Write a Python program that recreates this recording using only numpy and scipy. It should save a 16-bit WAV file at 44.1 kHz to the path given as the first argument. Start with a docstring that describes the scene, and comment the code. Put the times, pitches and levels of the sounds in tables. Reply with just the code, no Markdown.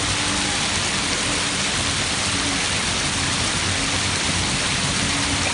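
"""Hail and heavy rain fall on paving and a street, heard from close by with one small microphone.
From the start, countless far impacts merge into a wash of hiss, clicks, fizz and ringing bubbles. Under
it lie a low rumble with swells, a distant engine's hum and, for about 0.7 s, a faint falling whine.
From 0.4 s on, near hailstones strike as dry clicks of one or a few cycles. A hollow tap comes at 2.8 s
and a little clatter of taps near the end, at 5.4 s."""
import sys
import numpy as np
from scipy import signal
from scipy.fft import rfft, irfft, next_fast_len
from scipy.io import wavfile
from scipy.ndimage import uniform_filter1d

SR = 44100
rng = np.random.default_rng(int(sys.argv[2]) if len(sys.argv) > 2 else 0)


def waveform_to_disk(signal):
    """Save audio, clipped to [-1, 1], as 16-bit WAV at the path in sys.argv[1]."""
    frames = np.transpose(np.atleast_2d(signal))
    scaled = np.clip(frames, -1, 1) * 32767
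    samples = np.round(scaled).astype(np.int16)
    wavfile.write(sys.argv[1], SR, samples)


N = 243917  # length in samples, about 5.5 s


def gain_of(db):
    """Turns decibels into amplitude."""
    return 10 ** (np.asarray(db) / 20)


def evened(x):
    """Scales a sound to rms 1."""
    return x / np.sqrt(np.mean(x ** 2) + 1e-20)


def read(points, hz):
    """Reads a spectrum's dB at any frequency, with straight lines over log frequency."""
    f, db = np.transpose(points)
    return np.interp(np.log(hz + 1), np.log(f + 1), db)


def curves(rows):
    """Draws each column of a time table as a curve, sample by sample."""
    s, *columns = np.transpose(rows)
    times = np.arange(N) / SR
    return [np.interp(times, s, column) for column in columns]


def coloured(x, points):
    """Filters a sound by a spectrum given in dB."""
    hz = np.fft.rfftfreq(N, 1 / SR)
    return irfft(rfft(x) * gain_of(read(points, hz)), N)


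def drift(rate_hz):
    """Random motion of rms 1: noise that fades out above rate_hz."""
    size = next_fast_len(N)
    hz = np.fft.rfftfreq(size, 1 / SR)
    keep = np.exp(-(hz / rate_hz) ** 2) * (hz > 0)  # no constant offset
    noise = rng.standard_normal(size)
    return evened(irfft(rfft(noise) * keep, size)[:N])


def wavering(turns, depth, rate_hz):
    """A tone of rms 1 whose strength and phase wander; turns counts its cycles."""
    path = 1 + depth * (drift(rate_hz) + 1j * drift(rate_hz))
    spin = np.exp(2j * np.pi * (turns + rng.random()))
    return evened((path * spin).real)


def add(mix, s, sound):
    """Mixes a sound in at a time in seconds."""
    part = mix[max(round(s * SR), 0):][:len(sound)]
    part += sound[:len(part)]


def click(hz, turn, cycles=0.53, size=161):
    """Ice meets stone: a cycle or a few of pressure, higher for a shorter contact."""
    phase = (np.arange(size) - size // 2) * hz / SR  # in cycles, 0 at the middle
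    swell_and_fade = np.exp(-(phase / cycles) ** 2)
    return swell_and_fade * np.sin(2 * np.pi * (phase + turn))


# The tone balance of far rain and hail. Each row: frequency in Hz, relative level in dB per Hz.
WASH_SPECTRUM = [(100, -12), (330, 2.5), (560, 2.5), (800, 3.5), (1100, 4), (1500, 3.5), (2200, 4.5),
                 (2900, 2), (4000, 4), (7000, -2.5), (11000, -7.5)]


def wash(level_db=-0.3, patchy_db=1.55):
    """Far impacts merge into a hiss whose bands swell and fade in small patches."""
    frames, hz = N // 128 + 5, np.fft.rfftfreq(512, 1 / SR)
    real, imag, patches = rng.standard_normal((3, frames, len(hz)))
    patches = uniform_filter1d(patches, size=8, axis=0)  # smooth over time
    patches = evened(uniform_filter1d(patches, size=3, axis=1))  # smooth over frequency
    bands = (real + 1j * imag) * gain_of(read(WASH_SPECTRUM, hz) + patchy_db * patches)
    hiss = signal.istft(bands.T, nperseg=512, noverlap=384)[1][:N]
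    return gain_of(level_db) * evened(hiss)


def hail(level_db=-5.0, per_s=2800, nearest=0.3, low_hz=3000, high_hz=9500, flurry=.16, count=24):
    """Stones of many sizes land evenly over a disc of ground; each is heard as 1 / distance."""
    out, flurries = np.zeros(N), np.exp(flurry * drift(35))
    for hz in np.geomspace(low_hz, high_hz, count):
        lands = rng.random(N) < flurries * per_s / count / SR
        distance = np.sqrt(nearest ** 2 + rng.random(N))  # as a share of the disc's radius
        blows = lands * rng.choice([-1, 1], N) / distance
        out += np.convolve(blows, click(hz, rng.uniform(-0.15, 0.17)), "same")
    return gain_of(level_db) * evened(out)


def splats(level_db=-10.5, per_s=150, low_hz=2200, high_hz=10000, width=0.28, fade_s=0.016,
           spread_db=4, count=48):
    """Wet stones burst and skitter: brief fading fizz in many pitch bands, each burst its own strength."""
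    out, t = np.zeros(N), np.arange(SR // 25) / SR
    for hz in np.linspace(low_hz, high_hz, count):
        band = np.exp(-((np.fft.rfftfreq(len(t), 1 / SR) / hz - 1) / width) ** 2)
        noise = irfft(rfft(rng.standard_normal(len(t))) * band, len(t))
        fizz = evened(np.exp(-t / fade_s) * noise)
        lands = rng.random(N) < per_s / count / SR
        strength = gain_of(spread_db * np.minimum(rng.exponential(1, N), 2))
        out += signal.oaconvolve(lands * strength, fizz)[:N]
    return gain_of(level_db) * evened(out)


def splashes(level_db=-13, per_s=140, low_hz=900, high_hz=9500, cycles=16, count=40):
    """Drops on wet ground leave tiny bubbles that ring and die away; the higher, the more and the shorter."""
    out, t = np.zeros(N), np.arange(SR // 12) / SR
    for hz in np.geomspace(low_hz, high_hz, count):
        chance = per_s * np.sqrt(hz / low_hz) / count / SR  # per sample
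        pops = (rng.random(N) < chance) * rng.uniform(0.21, 1, N)
        fade = np.sqrt(hz) * np.exp(-hz * t / cycles)
        ring = fade * np.sin(2 * np.pi * hz * rng.uniform(0.91, 1.03) * t)
        out += signal.oaconvolve(pops, ring)[:N]
    return gain_of(level_db) * evened(out)


# The tone balance of the street rumble. Each row: frequency in Hz, relative level in dB per Hz.
RUMBLE_SPECTRUM = [(20, -37), (33, -22), (46, 0), (58, -6.5), (80, 1), (140, -2), (220, -2.5), (300, -6.5),
                   (400, -15), (900, -35)]
RUMBLE_DB, RUMBLE_DB_PER_S = -32, 0.51  # the street slowly grows louder


def rumble(lumpy_db=1.5):
    """Low noise of the street, its level lumpy."""
    db = RUMBLE_DB + RUMBLE_DB_PER_S * np.arange(N) / SR
    lumps = lumpy_db * drift(19)
    noise = evened(coloured(rng.standard_normal(N), RUMBLE_SPECTRUM))
    return gain_of(db + lumps) * noise


# The distant engine's pace. 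Each row: time in seconds, firing rate in Hz.
ENGINE_PACE = [(0, 98), (.5, 97.4), (1.3, 96), (1.7, 94.3), (2.35, 94), (2.6, 92.3), (3.3, 92), (4.7, 92.3),
               (5.2, 94), (5.53, 93)]
# The engine's lowest harmonics come and go, each by itself. Each key is a multiple of the firing rate;
# each of its rows: time in seconds, level in dB before the engine's overall level is added.
ENGINE_HARMONICS = { .5: [(0, -45), (5.53, -47.5)], 1: [(0, -35), (.2, -29.5), (.33, -45), (.68, -41),
                    (.79, -31), (.88, -44), (1.35, -50), (1.85, -36), (2.2, -41), (2.47, -30), (2.8, -38),
                    (3.3, -34), (3.5, -43), (3.62, -36), (3.72, -24.5), (3.8, -42), (3.94, -38), (4.0, -29),
                    (4.13, -31), (4.2, -39), (4.33, -38), (4.4, -25.5), (4.48, -42), (5.15, -37),
                    (5.39, -27.5), (5.53, -33)], 1.5: [(0, -52), (3, -52), (3.6, -44), (4.75, -41),
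                    (4.99, -31), (5.2, -38), (5.53, -45)], 2: [(0, -44), (.18, -49), (.36, -31.5),
                    (.52, -39), (1.13, -34), (1.22, -45), (1.53, -41), (1.62, -31.5), (1.72, -43),
                    (2.15, -48), (2.3, -35), (2.7, -44), (3.1, -36), (3.6, -47), (4.4, -45), (4.52, -35),
                    (4.62, -46), (4.82, -42), (4.91, -29), (5.01, -40), (5.53, -41)], 3: [(0, -37),
                    (.45, -32), (.62, -39), (.9, -42), (1.08, -35), (1.2, -42), (1.3, -30.5), (1.6, -37),
                    (1.75, -46), (1.88, -33), (2.2, -52), (2.36, -30), (2.57, -31.5), (2.68, -48),
                    (2.9, -46), (3.05, -38), (3.36, -34), (3.47, -47), (3.9, -31.5), (4.08, -48),
                    (4.28, -35), (4.38, -42), (4.48, -32.5), (4.6, -43), (4.93, -44), (5.05, -30.5),
                    (5.23, -27), (5.32, -32), (5.53, -36)]}
ENGINE_WAVER, ENGINE_WAVER_HZ = .28, 15  # depth as a share of the tone, and speed


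def engine(level_db=-1.34):
    """Only the lowest harmonics carry this far; uneven cylinders add half orders."""
    hz, = curves(ENGINE_PACE)
    turns = np.cumsum(hz) / SR
    out = np.zeros(N)
    for multiple, levels in ENGINE_HARMONICS.items():
        db, = curves(levels)
        out += gain_of(level_db + db) * wavering(multiple * turns, ENGINE_WAVER, ENGINE_WAVER_HZ)
    return out


# the far whine: its sinking pitch, its swelling level and fade, its waver
WHINE_FROM_HZ, WHINE_TO_HZ, WHINE_SINK_S = 915, 763, .5
WHINE_DB, WHINE_DB_PER_S, WHINE_END_S, WHINE_FADE_S = -43.5, 7, .69, .045
WHINE_WAVER, WHINE_WAVER_HZ = .42, 18


def whine():
    """A faint far tone sinks towards a lower pitch, wavers and slowly swells, then fades."""
    t = np.arange(N) / SR
    hz = WHINE_TO_HZ + (WHINE_FROM_HZ - WHINE_TO_HZ) * np.exp(-t / WHINE_SINK_S)
    fade = 1 / (1 + np.exp((t - WHINE_END_S) / WHINE_FADE_S))  # half gone at WHINE_END_S
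    tone = wavering(np.cumsum(hz) / SR, WHINE_WAVER, WHINE_WAVER_HZ)
    return gain_of(WHINE_DB + WHINE_DB_PER_S * t) * fade * tone


# Low swells in the rumble. Each row: middle in seconds, rms level at the middle in dB, pitch in Hz.
RUMBLE_SWELLS = [(0.08, -33.5, 62), (0.1, -37, 146), (0.38, -37, 60), (0.48, -36, 135), (1.58, -35, 132),
                 (1.79, -35, 125), (1.81, -36, 52), (3.6, -37, 55), (4.11, -30.5, 135), (4.29, -33, 157),
                 (4.4, -31.5, 62), (4.49, -35, 230), (4.65, -35, 125), (5.05, -35, 230), (5.27, -35, 68)]


def swells(level_db=0, half_length_s=0.043, waver=0.15):
    """The rumble bulges now and then around one low pitch."""
    t = np.arange(N) / SR
    out = np.zeros(N)
    for s, db, hz in RUMBLE_SWELLS:
        bulge = np.exp(-((t - s) / half_length_s) ** 2)
        out += gain_of(db + level_db) * bulge * wavering(hz * t, waver, 17)
    return out


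# The nearest hailstones. Each row: middle of the click in seconds, level in dB before STONES_DB is added,
# click pitch in Hz, ring length in cycles (from the middle until it has faded to about a third).
NEAR_STONES = [(0.4154, -9, 3200, .5), (0.4243, -9, 6300, .5), (0.5035, -9, 7400, .5),
               (0.7583, -4, 6000, .55), (0.8372, -14, 6300, 1.3), (0.8487, -6, 5700, .5),
               (0.88, -8.5, 5200, .5), (1.1332, -4.5, 4700, .85), (1.213, -13, 6300, .8),
               (1.23, -15, 8400, 1.3), (1.2607, -15, 9300, 2.2), (1.4109, -10, 6300, .5),
               (1.4685, -11, 3500, .8), (1.5101, -17, 8400, 2.2), (1.6163, -7, 5700, .8),
               (1.6304, -10, 7000, .5), (1.8615, -17, 8400, 2.2), (1.873, -7, 3600, .7),
               (1.8986, -15, 6300, 2.2), (1.9698, -10.5, 8400, .8), (2.2597, -13, 7700, 1.3),
               (2.3993, -10, 4700, .8), (2.4901, -10, 7000, .5), (2.6514, -10, 6300, .5),
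               (2.6958, -17, 8400, 2.2), (2.9684, -10.5, 4300, .8), (3.0016, -10, 5700, 1.3),
               (3.2005, -8, 7500, .5), (3.3384, -7, 6600, .5), (3.477, -5.5, 5700, .5),
               (3.5997, -13, 6300, 1.3), (3.8646, -9.5, 6000, .5), (3.9638, -8, 3500, .8),
               (4.1587, -4.5, 5000, .45), (4.3391, -15, 4300, 2.2), (4.6638, -11, 3500, 1.3),
               (4.7221, -12, 2600, .8), (4.9972, -7.5, 3100, .5), (5.0935, -8.5, 5200, .5),
               (5.4336, -8.5, 6300, 1.3)]
STONES_DB = 2.3  # raises all of them together


def near_stones():
    """The few that strike right by the microphone, each one crisp click."""
    out = np.zeros(N)
    for (s, db, hz, cycles), turn in zip(NEAR_STONES, rng.random(len(NEAR_STONES))):
        tick = click(hz, turn, cycles)
        start_s = s - len(tick) / 2 / SR
        add(out, start_s, gain_of(db + STONES_DB) * tick)
    return out


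# Hollow, clearly pitched taps, most of them in one little clatter.
# Each row: start in seconds, rough peak level in dB, ring pitch in Hz.
HOLLOW_TAPS = [(2.793, -22, 2130), (5.411, -22, 2390), (5.452, -20.5, 2335), (5.454, -25, 540),
               (5.459, -26, 690), (5.464, -25, 490), (5.466, -21.5, 770), (5.467, -21.5, 2400),
               (5.470, -23, 2620), (5.494, -27, 950)]
TAP_RISE_S, TAP_T60_S = .005, .05  # soft onset, and time to fall by 60 dB


def taps(rough=0.45, rough_hz=110):
    """Something hollow is struck; each tap rings around one pitch and rattles a little."""
    out, t = np.zeros(N), np.arange(SR // 8) / SR
    fade = gain_of(-60 * t / TAP_T60_S) * (1 - np.exp(-(t / TAP_RISE_S) ** 2))
    for s, db, hz in HOLLOW_TAPS:
        tone = wavering(hz * np.arange(N) / SR, rough, rough_hz)
        ring = tone[:len(t)] / np.sqrt(2)
        add(out, s, gain_of(db) * fade / fade.max() * ring)
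    return out


POUR_DB = -22.5  # how hard it pours


def scene(surge_db=0.25):
    """The downpour surges slightly over the street sounds, the same in both channels."""
    pour_gain = gain_of(POUR_DB + surge_db * drift(16))
    downpour = pour_gain * (wash() + hail() + splats() + splashes())
    mono = downpour + near_stones() + taps() + rumble() + swells() + engine() + whine()
    return np.array([mono, mono])


# The microphone's colour. Each row: frequency in Hz, gain in dB.
MICROPHONE_COLOUR = [(3000, -0.5), (4100, -2), (4550, -2), (4850, -5), (5300, -2.5), (6400, -1.5),
                     (7700, -3), (8900, 1), (9700, 0), (10200, -3.5), (10600, -15)]
EDGE_HZ = 10650  # upper limit of the band


def record(dry):
    """The microphone colours the sound, then a steep filter takes away everything above the band limit."""
    heard = np.array([coloured(channel, MICROPHONE_COLOUR) for channel in dry])
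    edge = signal.firwin(511, EDGE_HZ, window=("kaiser", 9), fs=SR)
    return signal.oaconvolve(heard, edge[None], "same", axes=1)


dry = scene()
out = record(dry)
waveform_to_disk(out)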